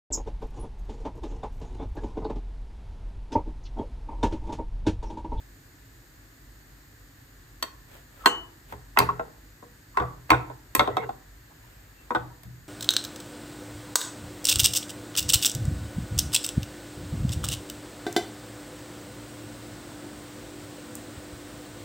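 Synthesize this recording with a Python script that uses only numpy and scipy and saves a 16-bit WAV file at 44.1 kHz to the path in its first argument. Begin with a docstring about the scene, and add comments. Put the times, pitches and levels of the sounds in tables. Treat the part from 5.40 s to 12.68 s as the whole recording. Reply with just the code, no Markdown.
"""Mashing potatoes in a glass bowl

A steel masher breaks through boiled potatoes and knocks on the glass, close to the microphone. Each impact
excites the modes of the bowl, which a hand damps; bare steel ticks, and the stone counter thuds under the
pushes. One blow leaves the masher's plate free to clink. Between blows, friction makes the plate rub on
the glass and the mash squishes faintly, in a small kitchen with a low hum and an even hiss."""
import sys
import numpy as np
from scipy import signal
from scipy.fft import rfft, irfft, next_fast_len
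from scipy.io import wavfile

SR = 44100
rng = np.random.default_rng(int(sys.argv[2]) if len(sys.argv) > 2 else 0)


def master(y):
    """Save y as 16-bit WAV."""
    cut = np.clip(np.atleast_2d(y).T, -1, 1)
    pcm = np.round(cut * 32767)  # scale
    wavfile.write(sys.argv[1], SR, pcm.astype(np.int16))


N = 321048

# Blows of the masher on the bowl. Each row: start in seconds, strength in dB, padding from 0 (bare steel)
# to 1 (thick potato), then frequency in Hz and relative level in dB for each of four resonances that the
# place of contact favours: the hollow note, two glass notes and a region of the steel.
BLOWS = [ (2.225, -32, 0.2, 320, -1, 1095, -7, 650, -10.5, 3400, 9),
         (2.858, -15, 0.49, 346, -1.5, 979, -5.5, 1532, -11, 4300, 2),
         (3.323, -39.5, 0.55, 496, 4, 1051, -2.5, 888, -6, 2150, 0),
         (3.572, -19.5, 0.81, 406, -4.5, 889, -5.5, 1330, -10, 2430, 22),
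         (3.588, -22.5, 0.15, 385, 1, 986, 2, 2140, -4, 4600, 16),
         (3.6007, -29.5, 0.48, 402, 13, 1082, 8, 890, -10, 2400, 10),
         (3.621, -33.5, .85, 420.5, 12, 896, 2, 1140, -7, 2560, 11),
         (3.6892, -30.5, 0.83, 488, 0.5, 1091, 9.5, 1340, -1, 2620, 5),
         (3.794, -32, 0.95, 472, 2.5, 657, -0.5, 1360, -2, 2610, 7),
         (4.224, -50, 0.9, 492, 10, 984, -10, 732, -10, 3540, 5),
         (4.571, -23, 0.72, 383, -3.5, 1070, -3, 1330, -4, 2280, 6.5),
         (4.599, -29.5, 0.9, 305, 2, 1141, -1.5, 1345, -3, 3370, 15),
         (4.61, -38, 0.86, 385, 8, 1119, -6, 710, 2.5, 2100, -3),
         (4.621, -34, .92, 415, -4, 712, -1, 977, -11, 2400, 3),
         (4.638, -48.5, 0.98, 375, -10, 1160, 13, 665, 9, 2080, 0),
         (4.903, -16.5, 0.5, 307, -3, 1060, -7, 742, -3.5, 2420, 15.5),
         (4.916, -23, .76, 322, 6, 1062, 1, 764, 0, 3600, 18),
         (4.932, -28, 0.97, 350, -6, 780, -4, 1480, 6, 3680, 9),
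         (4.943, -29.5, 1, 323, 1.5, 1480, -8, 758, 1, 3700, 19),
         (5.099, -41, 1, 412, -2, 830, -8, 616, -1, 3620, 6),
         (5.35, -28.5, 0, 290, 11, 1053, -1, 875, -5.5, 1950, 3.5),
         (5.3935, -17, 0.67, 576, -1, 890, -9, 2142, -5.5, 3610, 19.5),
         (5.405, -24.5, 0.86, 580, 6, 1317, -6, 740, -9, 2140, 11),
         (5.474, -31.5, 0.73, 408, 13, 742, -1, 1050, 0.5, 3600, 15.5),
         (5.568, -25, 0.66, 464, 5.5, 753, -1, 1254, -5, 3540, 13.5),
         (5.691, -39, 0.77, 482, 5, 770, 9.5, 1350, -9, 3580, 8),
         (6.7054, -29, 0.86, 491, 4, 958, -.5, 1320, -12, 2120, 0),
         (6.7483, -23, 0.85, 317, -1.5, 1069, -6.5, 1487, -5, 3480, 12),
         (6.757, -34, 0.67, 321, 6.5, 736, 4, 1500, 8, 3280, 15.5),
         (7.033, -58.5, 0, 470, 5, 753, -6, 1480, -10, 4700, 6)]
# Edges in Hz of the six bands in which a blow is coloured.
BLOW_BAND_EDGES = [210, 600, 1560, 2700, 5000, 9000, 17000]
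# Colour of a bare blow and of one through thick potato. Each row: frequency in Hz, band level in dB.
BARE_COLOUR = [(320, -10), (1000, -0.5), (2100, -3), (3700, -5), (6700, -7), (12400, 5.5)]
PADDED_COLOUR = [(320, -4), (1000, 0), (2100, -24), (3700, -29), (6700, -35.5), (12400, -44)]
# Resonances of the wire handle and plate. Each row: frequency in Hz, bandwidth in Hz, gain in dB.
HANDLE_RESONANCES = [(2055, 40, -15), (2670, 53, 4), (3450, 500, -0.5), (3820, 100, -7), (5800, 1100, -7),
                     (6760, 120, 3), (8410, 1600, 1.5), (11000, 850, 7.5), (13800, 900, -7)]
# Normal modes of the held bowl, the masher's wire frame, its plate and the stone counter.
# Each row: frequency in Hz, relative level in dB, time to decay by 60 dB (t60) in seconds.
BOWL_MODES = [(323.7, -10.5, 0.11), (411.6, -11, 0.19), (486.7, -6.5, 0.18), (594, -4.5, 0.089),
              (656, -1.5, 0.064), (750, 3.5, 0.069), (873, 8.5, 0.025), (963.5, 5, 0.07),
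              (1063, 7.5, 0.056), (1160, -7.5, .1), (1329, 7, 0.065), (1497, 4.5, 0.084),
              (1915, 10.5, 0.036), (2116, 8.5, 0.04), (2414, 2.5, 0.056), (2610, -4, 0.094),
              (3420, -1, .05), (3520, 5.5, .06), (3730, 9, 0.078), (4330, 6, .045), (5660, 14.5, 0.062),
              (7150, -4.5, .05), (8560, -2.5, .05), (11200, -2.5, .04)]
FRAME_MODES = [(3190, -1, 0.047), (3680, -9, 0.052), (4270, 0, 0.055), (4460, 5, 0.042), (5990, 1, 0.036),
               (6200, -6, 0.041), (7740, -2, 0.063), (8630, -4, 0.035), (9180, -10, 0.044), (9900, 1, .04),
               (10900, -24, 0.017), (12300, -21, 0.034), (13635, -15, 0.046), (15340, -6, 0.022)]
PLATE_MODES = [(1510, 1, .09), (1650, 3, .053), (1895, 4.5, 0.033), (2750, -10, 0.13), (2969, -5.5, .8),
               (3240, 9.5, 0.019), (4218, -8.5, 0.19), (4250, 11.5, 0.042), (6240, -22, .24),
               (7172, -11.5, 0.21), (7845, -15, 0.15), (8105, -21, .13), (8387, -21, .15),
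               (8600, -18, 0.17), (10120, -16, 0.14), (10600, -9, .1), (11950, -14, 0.11),
               (15200, -13, .075)]
COUNTER_MODES = [(66.2, -8.5, 0.28), (75.4, -14, .4), (95, -10, 0.29), (121.8, -4.5, 0.51),
                 (127.8, -12.5, 0.76), (163.8, -19, 0.76), (193.6, -8, 0.17)]
# Bare steel on glass. Each row: start in seconds, ring in dB, favoured frequency in Hz, click in dB.
BARE_CONTACTS = [(2.226, -28.5, 4600, -31), (3.588, -29, 12500, -9), (4.903, -30.5, 3700, -20),
                 (5.35, -25, 9000, -16), (5.394, -33.5, 3700, -34)]
# Pushes that reach the counter. Each row: start in seconds, strength in dB, deep-mode gain in dB.
COUNTER_PUSHES = [(3.323, -46, 11), (3.59, -27, 4.5), (4.591, -33, 9.5), (4.904, -27.5, 5), (5.373, -33, 2),
                  (5.477, -36, -4), (5.564, -37, -5), (6.749, -34, 0), (7.047, -37.5, 0)]
# The blow that frees the plate. Each row: start in seconds, strength in dB, free ringing in seconds.
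FREE_BLOWS = [(2.86, -21, 0.13)]
# The plate's rim on the glass. Each row: centre and half length in seconds, frequency in Hz, level in dB.
RIM_RUBS = [(2.814, 0.023, 1300, -50), (2.85, .009, 1160, -37.5), (3.57, 0.0053, 975, -28),
            (3.629, 0.016, 2520, -36), (4.564, .014, 1090, -42.5), (4.675, 0.026, 1220, -44),
            (4.707, 0.054, 1140, -48.5), (4.897, 0.003, 1080, -32), (5.435, 0.013, 3750, -50),
            (5.508, .012, 450, -34), (5.54, 0.029, 1950, -47), (5.587, 0.012, 2030, -44),
            (5.614, 0.026, 2110, -41), (5.629, 0.019, 870, -36), (5.635, .03, 2760, -56),
            (5.637, 0.01, 1524, -41), (5.638, 0.012, 2010, -42), (5.648, 0.047, 450, -37.5),
            (6.119, 0.013, 910, -56), (6.25, 0.012, 934, -56), (6.595, 0.037, 2680, -63.5)]
# Potato forced through the holes. Each row: centre and half length in seconds, level in dB.
SQUEEZES = [(1.807, 0.04, -64), (2.553, 0.063, -51.5), (2.83, 0.1, -53.5), (3.315, 0.031, -50),
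            (6.3, 0.27, -59.5), (6.66, 0.079, -61)]
# Spectra of the mash, the hum and the hiss. Each row: frequency in Hz, relative spectral density in dB.
MASH_SPECTRUM = [(200, 5), (500, 8), (1200, 3), (3000, -1), (5500, -12), (8000, -7.5), (15000, -8.5)]
HUM_SPECTRUM = [(20, -53), (35, -16.5), (48, 4), (62, -7.5), (76, -12.5), (100, -5.5), (130, -8),
                (190, -22.5), (290, -13.5), (450, -29), (900, -36), (3000, -78)]
HISS_SPECTRUM = [(30, -14), (400, 1.5), (900, -1.5), (1400, 1.5), (1750, 6.5), (2300, -3.5), (3300, -6.5),
                 (4500, -3.5), (5600, -8.5), (6500, -7.5), (6900, -1), (7300, -6), (12000, -8),
                 (14200, -7.5), (15000, -9), (15700, -16), (16100, -23)]
# Reverberation of the kitchen. Each row: frequency in Hz, t60 in seconds.
KITCHEN_T60 = [(100, 0.64), (400, 0.54), (1200, 0.43), (3500, 0.27), (8000, 0.25), (15000, 0.2)]
# Stereo width by frequency: narrow in the bass, very wide near 10 and 15.6 kHz.
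# Each row: frequency in Hz, side minus mid in dB.
STEREO_WIDTH = [(100, -14), (280, -9.5), (600, 1), (1050, -1.5), (2300, -0.5), (3000, -0.5), (4300, -1),
                (5700, -1), (7000, -7), (8600, -4.5), (10100, 35), (11600, -5.5), (13400, -14),
                (14200, -28), (15600, 12)]

CONTACT_RISE_S = 0.00054


def knocks(level_db=1, glass_t60=0.059):
    """Impact excitation: each blow gives a dense rattle and two short notes of the damped glass."""
    out, t = np.zeros((2, N)), np.arange(SR // 3) / SR
    for start, strength_db, padding, *favoured in BLOWS:
        hollow_hz, hollow_db, glass_hz, glass_db, second_hz, second_db, steel_hz, steel_db = favoured
        rattle = cushioned(impact(padding, glass_hz, t), padding, hollow_hz, hollow_db, t)
        onset = rattle * decay(t, t60=0.062)  # the steel is driven only at the start of a blow
        rattle = rattle + amp(steel_db) * resonance(onset, steel_hz, width_hz=420)
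        clack = amp(glass_db) * unit_onset(note(glass_hz, glass_t60, t))
        clack += amp(second_db) * unit_onset(note(second_hz, glass_t60, t))
        knock = in_kitchen(rattle, tail_db=-10) + in_kitchen(clack, tail_db=-21)
        add(out, start, amp(strength_db + level_db) * knock)
    return out


def impact(padding, glass_hz, t):
    """Resonant response of masher and bowl: potato draws out the contact and lets the bowl ring more."""
    crack = amp(23) * decay(t, t60=0.018)
    rattle = amp(14) * decay(t, t60=blend(0.017, 0.066, padding))
    contact = (crack + rattle) * noise_pair(len(t))
    handle = sum(amp(db) * resonance(contact, hz, width) for hz, width, db in HANDLE_RESONANCES)
    bowl = amp(blend(-9, 2, padding)) * ring(BOWL_MODES, t, scatter_db=2.5)
    blow = contact + handle + bowl
    favoured_glass = amp(-2) * resonance(blow, glass_hz, width_hz=260)
    return (blow + favoured_glass) * rise(t, CONTACT_RISE_S)


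def cushioned(blow, padding, hollow_hz, hollow_db, t, swell_s=0.0049):
    """A soft contact acts as a low-pass: potato dulls the upper bands; a hollow note builds below."""
    edges = np.transpose([BLOW_BAND_EDGES[:-1], BLOW_BAND_EDGES[1:]])
    centres = np.sqrt(edges.prod(axis=1))
    band_db = blend(along(BARE_COLOUR, centres), along(PADDED_COLOUR, centres), padding)
    bands = [signal.butter(5, pair, 'band', fs=SR, output='sos') for pair in edges]
    low, *upper = [unit_onset(signal.sosfilt(band, blow)) for band in bands]
    hollow = amp(-3) * (low + unit_onset(note(hollow_hz, t60=0.061, t=t)))
    hollow *= amp(band_db[0] + hollow_db) * rise(t, swell_s)
    return hollow + sum(amp(db) * part for db, part in zip(band_db[1:], upper))


def ticks(click_t60=0.01, favoured_octaves=0.93):
    """A hard contact is broadband: steel clicks on glass and excites one region of the frame's modes."""
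    out, t = np.zeros((2, N)), np.arange(SR // 4) / SR
    treble = signal.butter(2, 1800, 'high', fs=SR, output='sos')
    for start, ring_db, favoured_hz, click_db in BARE_CONTACTS:
        modes = [(hz, db - 6 * (np.log2(hz / favoured_hz) / favoured_octaves) ** 2, t60)
                 for hz, db, t60 in FRAME_MODES]
        click = amp(click_db) * signal.sosfilt(treble, noise_pair(len(t))) * decay(t, click_t60)
        frame = amp(ring_db) * ring(modes, t, scatter_db=1.5)
        add(out, start, in_kitchen((click + frame) * rise(t, CONTACT_RISE_S), tail_db=-13))
    return out


def thuds(swell_s=0.025, level_db=7, deep_hz=95):
    """Structure-borne sound: a push passes through the bowl; its weight drives the counter's deep modes."""
    out, t = np.zeros((2, N)), np.arange(SR // 2) / SR
    for start, db, weight_db in COUNTER_PUSHES:
        modes = [(hz, mode_db + weight_db * (hz < deep_hz), t60) for hz, mode_db, t60 in COUNTER_MODES]
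        add(out, start, amp(db + level_db) * ring(modes, t, scatter_db=3.0) * rise(t, swell_s))
    return out


def clinks(damped_t60=0.36, level_db=1):
    """Free vibration: the plate rings until it sinks into the mash, which adds damping."""
    out, t = np.zeros((2, N)), np.arange(SR // 2) / SR
    for start, db, free_s in FREE_BLOWS:
        plate = amp(db + level_db) * ring(PLATE_MODES, t, scatter_db=2.1)
        damping = decay(np.maximum(t - free_s, 0), damped_t60)
        add(out, start, in_kitchen(plate * damping, tail_db=-16, echo_db=-22))
    return out


def rubs(slips_per_s=2500, time_bandwidth=3.3):
    """Stick-slip friction: uneven slips drive one resonance; the longer the rub, the purer its squeak."""
    out, t = np.zeros((2, N)), np.arange(SR // 5) / SR
    for centre, half_s, hz, db in RIM_RUBS:
        width_hz = time_bandwidth / half_s
        slips = rng.standard_normal((2, len(t))) * (rng.random(len(t)) < slips_per_s / SR)
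        squeak = unit(resonance(resonance(slips, hz, width_hz), hz, width_hz))
        add(out, centre - t.mean(), amp(db) * squeak * swell(t, t.mean(), half_s))
    return out


def squishes(size_spread=0.72):
    """Extrusion: mash pressed through the holes gives tiny wet crackles of log-normal size."""
    t = np.arange(N) / SR
    push = sum(amp(db) * swell(t, centre, half_s) for centre, half_s, db in SQUEEZES)
    crackle = rng.standard_normal((2, N)) * np.exp(size_spread * rng.standard_normal(N))
    return push * coloured(crackle, MASH_SPECTRUM)


def background(hum_db=-53, hiss_db=-57):
    """Stationary noise: the kitchen's low hum, weaker in the side channel, and an even hiss."""
    hum = coloured(rng.standard_normal((2, N)), HUM_SPECTRUM) * amp([[0], [-5]])
    hiss = coloured(rng.standard_normal((2, N)), HISS_SPECTRUM)
    return amp(hum_db) * hum + amp(hiss_db) * hiss


def in_kitchen(x, tail_db, echo_db=-6, echo_s=0.0122, scatter_s=0.008):
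    """Reflection: nearby things scatter, a wall echoes dully, and the tail loses its treble first."""
    hz, t, spectra = signal.stft(rng.standard_normal((2, SR // 2)), SR, nperseg=256)
    tail = signal.istft(spectra * decay(t, along(KITCHEN_T60, hz)[:, None]), SR, nperseg=256)[1]
    t = np.arange(tail.shape[1]) / SR
    tail *= rise(t, 0.00063)
    scatter = rng.standard_normal(tail.shape) * (t > scatter_s) * np.exp(-np.abs(t - scatter_s) / 0.001)
    room = (amp(tail_db) * unit(tail) + amp(-19) * unit(scatter)) / np.sqrt(len(t))
    room[:, 0] += 1  # direct sound
    echo = signal.unit_impulse(len(t), round(echo_s * SR))
    room += amp(echo_db) * signal.lfilter(*signal.butter(2, 2200, fs=SR), echo)
    return signal.fftconvolve(x, room, axes=1)


def ring(modes, t, scatter_db, scatter_rad=0.24):
    """Modal superposition as (mid, side): each place of contact gives new strengths and phases."""
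    hz, db, t60 = np.transpose(modes)
    gain = amp(db + scatter_db * rng.standard_normal((2, len(hz))))
    mid_phase = 2 * np.pi * rng.random(len(hz))
    # The side signal is a pressure difference, about a quarter cycle from the mid.
    side_phase = mid_phase + np.pi / 2 * rng.choice([-1, 1, 1], len(hz))
    side_phase += scatter_rad * rng.standard_normal(len(hz))
    weights = gain * np.exp(1j * np.array([mid_phase, side_phase]))
    waves = decay(t, t60[:, None]) * np.exp(2j * np.pi * hz[:, None] * t)
    return (weights @ waves).imag


def note(hz, t60, t, rise_s=0.0011):
    """One damped oscillator as (mid, side), in quadrature."""
    wave = np.exp(2j * np.pi * hz * t) * decay(t, t60) * rise(t, rise_s)
    return np.array([wave.imag, wave.real])


def noise_pair(size, coherence=0.47):
    """Partly coherent white noise as (mid, side); the shared part is in quadrature."""
    shared, own = signal.hilbert(rng.standard_normal(size)), rng.standard_normal(size)
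    return np.array([shared.real, -coherence * shared.imag + np.sqrt(1 - coherence ** 2) * own])


def resonance(x, hz, width_hz):
    """Forced response of a resonator with peak gain 1."""
    return signal.lfilter(*signal.iirpeak(hz, hz / width_hz, SR), x)


def amp(db):
    """Decibels to amplitude ratio."""
    return 10 ** (np.asarray(db) / 20)


def decay(t, t60):
    """Exponential decay, 60 dB in t60 seconds."""
    return amp(-60 * t / t60)


def rise(t, rise_s):
    """Exponential approach to 1."""
    return 1 - np.exp(-t / rise_s)


def swell(t, centre, half_s):
    """Gaussian envelope, 1/e at half_s from its centre."""
    return np.exp(-((t - centre) / half_s) ** 2)


def blend(bare, padded, padding):
    """Linear interpolation from bare steel to thick potato."""
    return (1 - padding) * bare + padding * padded


def along(points, hz):
    """Interpolation of (Hz, value) points on a log frequency axis."""
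    frequencies, values = np.transpose(points)
    return np.interp(np.log(hz + 1), np.log(frequencies + 1), values)


def unit(x):
    """Normalisation of each channel to rms 1."""
    return x / np.sqrt(np.mean(x ** 2, axis=-1, keepdims=True) + 1e-20)


def unit_onset(x, onset_s=0.011):
    """Normalisation of each channel to rms 1 over the start of a blow."""
    return x / x[:, :int(onset_s * SR)].std(axis=1, keepdims=True)


def filtered(x, response):
    """Linear filtering: the spectrum of x times a frequency response."""
    size = next_fast_len(N + 8192)
    return irfft(rfft(x, size) * response(np.fft.rfftfreq(size, 1 / SR)), size)[..., :N]


def coloured(x, spectrum):
    """Spectral shaping by (Hz, dB) points, at rms 1."""
    return unit(filtered(x, lambda hz: amp(along(spectrum, hz))))


def add(track, start, sound):
    """Superposition of a sound on a track, from start in seconds."""
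    part = track[:, round(start * SR):][:, :sound.shape[1]]
    part += sound[:, :part.shape[1]]


def scene():
    """Mid-side stereophony: the sum and difference of the two signals give left and right."""
    def mid_side_gains(hz):
        angle = np.arctan(amp(along(STEREO_WIDTH, hz)))
        return np.array([np.cos(angle), np.sin(angle)])

    sound = knocks() + ticks() + thuds() + clinks() + rubs() + squishes() + background()
    mid, side = filtered(sound, mid_side_gains)
    return np.array([mid + side, mid - side])


def record(dry):
    """Soft saturation rounds the highest peaks, and a steep low-pass limits the band."""
    ceiling, top_hz = 0.92, 16300
    rounded = dry / (1 + (dry / ceiling) ** 6) ** (1 / 6)
    return filtered(rounded, lambda hz: 1 / np.sqrt(1 + (hz / top_hz) ** 120))


dry = scene()
out = record(dry)
master(out)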